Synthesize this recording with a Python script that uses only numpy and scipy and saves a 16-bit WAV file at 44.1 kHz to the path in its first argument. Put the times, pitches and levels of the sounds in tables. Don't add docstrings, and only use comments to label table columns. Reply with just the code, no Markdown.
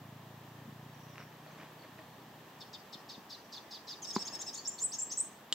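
import sys
import numpy as np
from scipy import signal
from scipy.fft import rfft, irfft, next_fast_len
from scipy.io import wavfile
from scipy.ndimage import map_coordinates

SR = 44100
rng = np.random.default_rng(int(sys.argv[2]) if len(sys.argv) > 2 else 0)


def wrap_up_sound(samples):
    columns = np.atleast_2d(samples).T
    tamed = np.clip(columns, -1, 1)
    steps = np.round(tamed * 32767).astype(np.int16)
    wavfile.write(sys.argv[1], SR, steps)


N = 244314


def amp(db):
    return 10 ** (np.asarray(db) / 20)


def unit(x):
    return x / np.sqrt(np.mean(x ** 2) + 1e-20)


def along(points, hz):
    f, v = np.transpose(points)
    return np.interp(np.log(hz + 1), np.log(f + 1), v)


def curves(rows):
    s, *cols = np.transpose(rows)
    return [np.interp(np.arange(N) / SR, s, c) for c in cols]


def wobble(rate):
    knots = rng.standard_normal(N // 4)
    return map_coordinates(knots, [np.arange(N) * rate / SR], mode="wrap")


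def filtered(x, response):
    m = next_fast_len(N + SR // 2)
    return irfft(rfft(x, m) * response(np.fft.rfftfreq(m, 1 / SR)), m)[..., :N]


def coloured(x, spectrum):
    return filtered(x, lambda hz: amp(along(spectrum, hz)))


def add(track, s, sound):
    part = track[round(s * SR):][:len(sound)]
    part += sound[:len(part)]


def swell(u, crest, edge):
    arch = np.sin(np.pi * np.interp(u, [0, np.clip(crest, .1, .9), 1], [0, .5, 1]))
    return unit(np.abs(arch) ** edge)


def arc(s, length, pitches, db, crest, rasp, doubling=0, edge=0.22):
    u = np.linspace(0, 1, round(length * SR))
    bend = np.polyfit(np.linspace(0, 1, len(pitches)), pitches, len(pitches) - 1)
    return s, np.polyval(bend, u), amp(db) * swell(u, crest, edge), rasp, doubling


# (f/Hz, relative level/dB per Hz)
AIR = [(25, 10.5), (70, -7.5), (120, -5.5), (220, -1), (350, -3), (500, -5.5), (850, -3), (1100, -4),
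       (1450, -12), (1820, -7.5), (2100, -14.5), (3200, -13.5), (4500, -19.5), (8200, -24.5), (9100, -30.5)]
# (f/Hz, correlation)
ALIKE = [(30, 0.78), (120, .99), (300, 0.98), (600, 0.91), (1200, 0.68), (3000, 0.44), (8000, 0.1)]
# (t/s, level/dB)
BREEZE = [(0, -54.5), (1.16, -54), (1.8, -53.5), (2.4, -54), (4.09, -53.5), (4.33, -49.5), (4.55, -53.5),
          (5.54, -54.5)]
# (f/Hz, relative level/dB per Hz)
HISS = [(8900, -35), (9600, -11), (10700, -8.5), (11300, -5), (12000, -.5), (15700, 0)]
HISS_DB = -65.5


def air(lift_db=1, flutter_db=.3):
    def turn(hz):
        return np.arccos(np.clip(along(ALIKE, hz), -1, 1)) / 2

    def mid_side(hz):
        return amp(along(AIR, hz)) * [np.cos(turn(hz)), np.sin(turn(hz))]

    mid, side = filtered(rng.standard_normal((2, N)), mid_side)
    level_db = curves(BREEZE)[0] + lift_db + flutter_db * wobble(6.3)
    rush = unit(np.array([mid + side, mid - side])) * amp(level_db)
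    hiss = unit(coloured(rng.standard_normal((2, N)), HISS))
    return rush + amp(HISS_DB) * hiss


# (t/s, firings per s)
FIRING = [(0, 27.45), (.4, 28.3), (1, 29.55), (1.3, 30.1), (2, 30.9), (2.6, 31.4), (5.54, 32)]
# (t/s, level/dB, gain of the deepest boom/dB)
ENGINE = [(0, -53, 2.5), (.4, -56, 3.5), (.7, -53, 3), (1, -55.5, 1.5), (1.3, -58, 2), (1.6, -56.5, -15),
          (2, -62, 7), (2.6, -62.5, -4), (3.1, -72, -2), (5.54, -85, 0)]
# (f/Hz, level/dB)
EXHAUST = [(30, -26), (75, -16), (110, -1.5), (148, 4), (180, -5.5), (240, -7.5), (320, -13), (450, -68),
           (1500, -75)]
# (f/Hz, level/dB)
BOOM = [(120, 0), (138, -40)]


def engine(scatter_db=1, first_turn=.5):
    turns = first_turn + np.cumsum(curves(FIRING)[0]) / SR
    firings = np.diff(np.floor(turns), prepend=0)
    level_db, boom_db = curves(ENGINE)
    puffs = unit(coloured(firings, EXHAUST))
    boom = (amp(boom_db) - 1) * coloured(puffs, BOOM)
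    return -amp(level_db + scatter_db * wobble(20)) * (puffs + boom)


# (f/Hz, t60/s)
CROWN = [(200, 0.1), (3000, 0.044), (6000, 0.44), (8200, 0.29), (14000, 0.064)]


def crown(x, width=0.83, build_s=0.00078, patchy_db=4):
    grains = rng.standard_normal((2, SR // 2)) * amp(patchy_db * wobble(294)[:SR // 2])
    hz, t, z = signal.stft(grains, SR, nperseg=256)
    fade = amp(-60 * t / along(CROWN, hz)[:, None]) * (1 - np.exp(-t / build_s))
    mid, side = signal.istft(z * fade, SR, nperseg=256)[1]
    tail = np.array([mid + width * side, mid - width * side])
    return signal.fftconvolve(x[None], tail / np.linalg.norm(tail[0]), axes=1)[:, :N]


def arriving(x, delay_s, db, skew_s):
    delays_s = delay_s + np.array([[skew_s], [-skew_s]])
    return amp(db) * filtered(x, lambda hz: np.exp(-2j * np.pi * hz * delays_s))


# (t/s, start f/Hz, level/dB)
PEEPS = [(.941, 6160, -69), (1.0, 6100, -69), (1.032, 6150, -68), (1.091, 6150, -68), (1.126, 5850, -70),
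         (1.158, 5580, -72), (1.19, 6000, -65), (1.226, 6050, -73), (1.254, 5830, -76),
         (1.471, 4650, -65.5), (1.51, 6600, -70), (1.55, 4680, -69), (1.789, 4750, -66),
         (1.817, 4720, -63.5), (3.41, 6200, -74), (3.443, 6100, -68)]
# (t/s, length/s, level/dB)
FAR_WHISTLES = [(1.91, .05, -79), (1.98, .07, -74), (2.057, .085, -75), (2.16, .07, -78)]
FAR_ARCH_HZ = (4080, 4450, 4100)


def far_bird(length=0.012, fall=0.115, lower_db=-2, lower_ratio=.865):
    song, u = np.zeros(N), np.linspace(0, 1, round(length * SR))
    for s, span, db in FAR_WHISTLES:
        _, pitch, envelope, *_ = arc(s, span, FAR_ARCH_HZ, db, crest=.55, rasp=0)
        phase = 2 * np.pi * np.cumsum(pitch) / SR
        voices = np.sin(phase) + amp(lower_db) * np.sin(lower_ratio * phase)
        add(song, s, envelope * unit(voices))
    for s, hz, db in PEEPS:
        tone = unit(np.sin(2 * np.pi * np.cumsum(hz * (1 - fall * u)) / SR))
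        add(song, s, amp(db) * swell(u, 0.62, edge=0.45) * tone)
    return song


def struck(modes, bright_db):
    t = np.arange(SR // 10) / SR
    ring = np.zeros(len(t))
    for k, (hz, db, t60) in enumerate(modes):
        tilt_db = bright_db * np.log10(hz / modes[0][0])
        ring += (-1) ** k * amp(db + tilt_db - 60 * t / t60) * np.sin(2 * np.pi * hz * t)
    return ring / np.abs(ring).max()


# (t/s, level/dB)
CRACKLES = [(1.1578, -38.5), (1.1813, -31.5), (1.327, -47), (1.4571, -52), (1.658, -50), (1.846, -56),
            (1.9855, -44)]
# (f/Hz, level/dB)
GRIP = [(100, -22), (600, -9), (1300, -1), (2000, 0), (2750, 1), (3300, -17), (4500, -22), (6000, -18),
        (7500, -28), (10000, -45)]
# (t/s, length/s, level/dB)
RUBS = [(1.169, 0.07, -59), (1.452, 0.11, -66.5), (1.575, 0.1, -59), (1.833, 0.022, -57.5),
        (1.976, 0.035, -66)]
# (f/Hz, level/dB)
SKIN = [(100, -16), (500, -1), (2200, 0), (3200, -9), (6000, -19), (10000, -45)]
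# (t/s, peak level/dB, brightness/dB per decade)
KNOCKS = [(.675, -44.5, -34), (0.684, -45.5, -18), (2.953, -45.5, -23), (3.178, -41.5, -13),
          (4.163, -19, 4.5), (4.181, -39, 14)]
# (f/Hz, level/dB, t60/s)
BODY = [(200, 3, 0.049), (377, 2.5, 0.034), (825, -4, 0.027), (1030, 2, 0.023), (1540, -2, 0.0041),
        (2200, -6, 0.0047)]
# (t/s, peak level/dB)
TAPS = [(1.463, -44.5), (1.59, -50), (1.632, -48), (1.848, -48), (1.99, -42.5)]
# (f/Hz, level/dB, t60/s)
HOLLOW = [(306, -1.5, 0.13), (630, -1.5, 0.15), (1030, -2, 0.025), (1860, 1, 0.019)]
# (t/s, peak level/dB)
CLICKS = [(5.5259, -15.5), (5.5305, -25.5)]
# (f/Hz, level/dB, t60/s)
BUTTON = [(1940, -23, 0.032), (2934, 2.5, 0.031), (3540, 13, 0.0031), (5040, 1, 0.006), (7380, 6, 0.0048),
          (8100, -31, 0.0028), (11200, -26, .002)]


def handling(snap_db=17, grain_db=4, ticks_per_s=90, tick_db=18):
    snaps, pressure, shell = np.zeros((3, N))
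    for s, db in CRACKLES:
        add(snaps, s, amp([db + snap_db]))
    for s, length, db in RUBS:
        add(pressure, s, amp(db) * swell(np.linspace(0, 1, round(length * SR)), 0.18, edge=0.28))
    grains = rng.standard_normal(N) * amp(grain_db * wobble(500))
    rubbing = pressure * unit(coloured(grains, SKIN))
    ticks = amp(tick_db) * pressure * (rng.random(N) < ticks_per_s / SR)
    for s, db, bright_db in KNOCKS:
        add(shell, s, amp(db) * struck(BODY, bright_db))
    for s, db in TAPS:
        add(shell, s, amp(db) * struck(HOLLOW, 0))
    for s, db in CLICKS:
        add(shell, s, amp(db) * struck(BUTTON, 0))
    return coloured(snaps + ticks, GRIP) + rubbing + shell


# (t/s, length/s, level/dB, reference f/Hz)
CHIPS = [(2.602, 0.026, -53, 3700), (2.729, 0.028, -52.5, 3760), (2.924, 0.0295, -52, 3670),
         (3.086, 0.022, -53, 3790), (3.294, .024, -55.5, 3800), (3.52, 0.0238, -52.5, 3990),
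         (3.705, 0.027, -54.5, 3910), (3.869, 0.023, -54.5, 3900)]
# (delay/s, offset from the reference f/Hz, relative level/dB)
CHIP_STRANDS = [(.017, -560, -9.5), (.004, -7, -1.5), (0, 805, -2), (0, 1580, -5.5), (0, 2447, -16),
                (0, 4002, -20.5)]
CHIP_FALL_HZ, CHIP_RASP = 600, 0.496
# (t/s, length/s, start f/Hz, middle f/Hz, level/dB)
SLURS = [(3.106, 0.052, 5200, 4400, -54.5), (3.305, 0.054, 5200, 4590, -51.5),
         (3.539, 0.051, 5250, 4330, -51.5), (3.722, .056, 5150, 4490, -51),
         (3.884, 0.061, 5030, 4870, -48.5)]
SLUR_END_HZ, SLUR_RASP = 3466, 0.49
# (start f/Hz, end f/Hz, level over the slur/dB)
STRANDS = [(6370, 5800, -14.5), (4250, 3350, -10.5)]
STRAND_LEAD_S, STRAND_S, STRAND_RASP = .006, 0.055, 0.464


def chips():
    for s, length, db, reference_hz in CHIPS:
        for delay, offset_hz, strand_db in CHIP_STRANDS:
            hz = reference_hz + offset_hz
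            fall = (hz + CHIP_FALL_HZ / 2, hz - CHIP_FALL_HZ / 2)
            yield arc(s + delay, length, fall, db + strand_db, crest=0.56, rasp=CHIP_RASP, edge=0.45)
    for s, length, top_hz, middle_hz, db in SLURS:
        yield arc(s, length, (top_hz, middle_hz, SLUR_END_HZ), db, crest=0.37, rasp=SLUR_RASP)
        for start_hz, end_hz, strand_db in STRANDS:
            yield arc(s - STRAND_LEAD_S, STRAND_S, (start_hz, end_hz), db + strand_db,
                      crest=0.24, rasp=STRAND_RASP)


# (t/s, length/s, start f/Hz, middle f/Hz, end f/Hz, level/dB, flick f/Hz, flick level/dB)
TWITTER = [(4.02, 0.028, 6920, 6270, 5980, -45.5, 5390, -45.5),
           (4.068, 0.039, 5350, 5500, 5380, -47.5, 5510, -43),
           (4.129, 0.022, 6100, 6700, 7280, -47, 5300, -43),
           (4.187, 0.034, 5080, 5390, 5600, -45.5, 5500, -43),
           (4.252, 0.025, 6380, 6430, 7170, -45, 5350, -44),
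           (4.327, 0.025, 5300, 5390, 5500, -46.5, 5670, -42),
           (4.392, .025, 6390, 6680, 7860, -46, 6500, -46.5),
           (4.464, 0.024, 5280, 5330, 5500, -44.5, 5470, -44),
           (4.532, 0.013, 5440, 6300, 6940, -48, 7050, -43)]
TWITTER_RASP, TWITTER_DOUBLING = 0.28, 1
FLICK_S, FLICK_FALL, FLICK_RASP = 0.0129, 0.111, 0.4
FLICK_LEAD_S = .0025
# (pitch ratio to the flick, relative level/dB)
FLICK_SIDES = [(1.22, -12.5), (1.5, -15)]
UNDERTONE_HZ, UNDERTONE_DB = (3800, 3840, 3460), -56.5
# (t/s, length/s, start f/Hz, middle f/Hz, end f/Hz, level/dB)
PLUNGES = [(4.147, 0.025, 7260, 6950, 5500, -53), (4.154, 0.017, 5180, 4950, 4150, -41),
           (4.273, 0.011, 5200, 4950, 3950, -49), (4.415, 0.016, 7300, 6400, 3860, -44.5),
           (4.544, 0.021, 7010, 5960, 3460, -51.5)]


def twitter():
    for s, length, start_hz, middle_hz, end_hz, db, flick_hz, flick_db in TWITTER:
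        yield arc(s, length, (start_hz, middle_hz, end_hz), db,
                  crest=0.61, rasp=TWITTER_RASP, doubling=TWITTER_DOUBLING, edge=0.17)
        flick_s = s + length - FLICK_LEAD_S
        fall = np.array([flick_hz, flick_hz * (1 - FLICK_FALL)])
        yield arc(flick_s, FLICK_S, fall, flick_db, crest=0.2, rasp=FLICK_RASP)
        for ratio, side_db in FLICK_SIDES:
            yield arc(flick_s, FLICK_S, ratio * fall, flick_db + side_db, crest=0.27, rasp=FLICK_RASP)
        yield arc(flick_s, FLICK_S, UNDERTONE_HZ, UNDERTONE_DB, crest=0.38, rasp=0.12)
    for s, length, *pitches, db in PLUNGES:
        yield arc(s, length, pitches, db, crest=0.53, rasp=0.49, doubling=1.0)


# (t/s, f/Hz, level/dB, rasp 0-1)
WHISTLES = [
    [(4.575, 4230, -54, .25), (4.593, 4610, -45, 0.45), (4.604, 4340, -53, 0.2)],
    [(4.556, 7020, -50, .6), (4.582, 6940, -52, .8), (4.61, 6900, -60, .6)],
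    [(4.646, 5070, -59, 0.84), (4.656, 5640, -44, 0.5), (4.671, 5440, -44.5, 0.33),
     (4.679, 7450, -33, 0.26), (4.687, 7450, -36, 0.03), (4.7, 6630, -43, 0.56)],
    [(4.781, 4400, -49, 0.4), (4.788, 4320, -50.5, 0.47), (4.797, 3450, -54, 0.8)],
    [(4.784, 8800, -49, 0.16), (4.795, 6090, -46, 0.73), (4.815, 7200, -46, 0.3), (4.82, 7330, -38, 0.5),
     (4.827, 7170, -35.5, 0.42), (4.836, 7720, -35, 0.2), (4.845, 7990, -30, 0.1), (4.861, 8180, -34, 0.1),
     (4.868, 7800, -42, .3)],
]


def whistles():
    for points in WHISTLES:
        s, *controls = np.transpose(points)
        t = np.arange(s[0], s[-1], 1 / SR)
        hz, db, rasp = (np.interp(t, s, c) for c in controls)
        yield s[0], hz, amp(db) * signal.windows.tukey(len(t), .08), rasp, 0


# (arch t/s, arch level/dB, hook t/s, dip length/s,
# hook f/Hz, hook level/dB, then four pitches of the rise f/Hz)
MOTIFS = [(4.916, -42.5, 4.985, 0.026, 7550, -39, 6960, 7720, 7540, 7700),
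          (5.099, -43, 5.173, .02, 8000, -34.5, 7430, 8020, 8370, 9200)]
ARCH_S, ARCH_HZ, ARCH_RASP = .045, (4400, 6340, 6520), 0.43
SECOND_VOICE_HZ, SECOND_VOICE_DB = (5260, 5550, 5180), -4.5
DIP_SHAPE = (.94, 1, 0.83)
HOOK_GAP_S, HOOK_RASP = 0.00121, 0.19
RISE_S, RISE_DB = 0.0294, 1.5


def motifs():
    for s, db, hook_s, dip_s, hook_hz, hook_db, *rise_hz in MOTIFS:
        yield arc(s, ARCH_S, ARCH_HZ, db, crest=0.48, rasp=ARCH_RASP, doubling=0.54, edge=0.89)
        yield arc(s + ARCH_S / 2, ARCH_S / 2, SECOND_VOICE_HZ, db + SECOND_VOICE_DB,
                  crest=0.68, rasp=0.42, doubling=1.0)
        yield arc(hook_s, dip_s, hook_hz * np.array(DIP_SHAPE), hook_db, crest=0.27, rasp=HOOK_RASP)
        rise_s = hook_s + dip_s + HOOK_GAP_S
        yield arc(rise_s, RISE_S, rise_hz, hook_db + RISE_DB, crest=0.36, rasp=HOOK_RASP, edge=0.72)


TRILL_HZ, TRILL_DEPTH_HZ = 189.4, 98.5
TRILL_RANGE_HZ = (5500, 7800)
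STUTTER_DB, STUTTER_PER_S = 4.5, 150
# (f/Hz, level/dB)
THROAT = [(2000, -24), (2900, -7), (3500, 1.5), (4200, 0), (8400, 0), (9100, -10), (10200, -22),
          (16000, -36)]
# (f/Hz, relative level/dB)
HIGH_NOISE = [(9000, -30), (10500, -4), (12000, 0), (15500, -1), (17000, -30)]
HIGH_NOISE_DB = -26


def sunbird(scatter_hz=720, shiver_db=0.5, waver_hz=22, half_db=-13, buzz_db=-4, overtone_db=-24, uneven=0.2993):
    song, rasp_level = np.zeros((2, N))
    shake, shiver, waver, buzz = wobble(1100), wobble(600), wobble(250), wobble(5000)
    stutter = wobble(STUTTER_PER_S)
    trill_rate = TRILL_HZ * (1 + uneven * wobble(120))
    trill = TRILL_DEPTH_HZ * np.sin(2 * np.pi * np.cumsum(trill_rate) / SR)
    for s, pitch, envelope, rasp, doubling in [*chips(), *twitter(), *whistles(), *motifs()]:
        now = rng.integers(N // 2) + np.arange(len(pitch))
        quiver = trill[now] * np.interp(pitch, TRILL_RANGE_HZ, [0, 1])
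        shaken_hz = pitch + quiver + rasp ** 2 * scatter_hz * shake[now] + waver_hz * waver[now]
        phase = 2 * np.pi * np.cumsum(shaken_hz) / SR
        tone = np.sin(phase) * (1 + rasp * amp(buzz_db) * buzz[now])
        tone += amp(overtone_db) * np.sin(2 * phase)
        tone += doubling ** 2 * amp(half_db) * (np.sin(phase / 2) + np.sin(phase + phase / 2))
        falter_db = rasp * (shiver_db * shiver[now] + STUTTER_DB * stutter[now])
        add(song, s, envelope * unit(tone * amp(falter_db)))
        add(rasp_level, s, envelope * np.sqrt(np.abs(rasp)))
    high_noise = rasp_level * unit(coloured(rng.standard_normal(N), HIGH_NOISE))
    return coloured(song, THROAT) + amp(HIGH_NOISE_DB) * high_noise


# (delay/s, level/dB, left-right skew/s)
LIMBS = [(.00117, -13, -.00006), (.00411, -7.5, -.00002), (.00459, -9, .00005), (.0165, -15, -.00003)]
# (f/Hz, level/dB)
SPREAD = [(3500, 0), (6000, 0), (7300, -2.5), (8300, -4)]


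def scene():
    song, far, hands = sunbird(), far_bird(), handling()
    limbs = sum(arriving(song, *limb) for limb in LIMBS)
    direct = song * amp([[.5], [-.5]])
    bird = direct + limbs + amp(-7.5) * crown(coloured(song, SPREAD))
    camera = arriving(hands, delay_s=0, db=2.0, skew_s=.00002) + amp(-10.5) * crown(hands)
    return bird + far + amp(-3.0) * crown(far) + camera + engine() + air()


BASS_CUT_HZ, TOP_HZ = 92, 15800


def record(dry):
    bass_cut = signal.butter(N=4, Wn=BASS_CUT_HZ, btype="high", fs=SR, output="sos")
    return filtered(signal.sosfilt(bass_cut, dry), lambda hz: hz < TOP_HZ)


dry = scene()
out = record(dry)
wrap_up_sound(out)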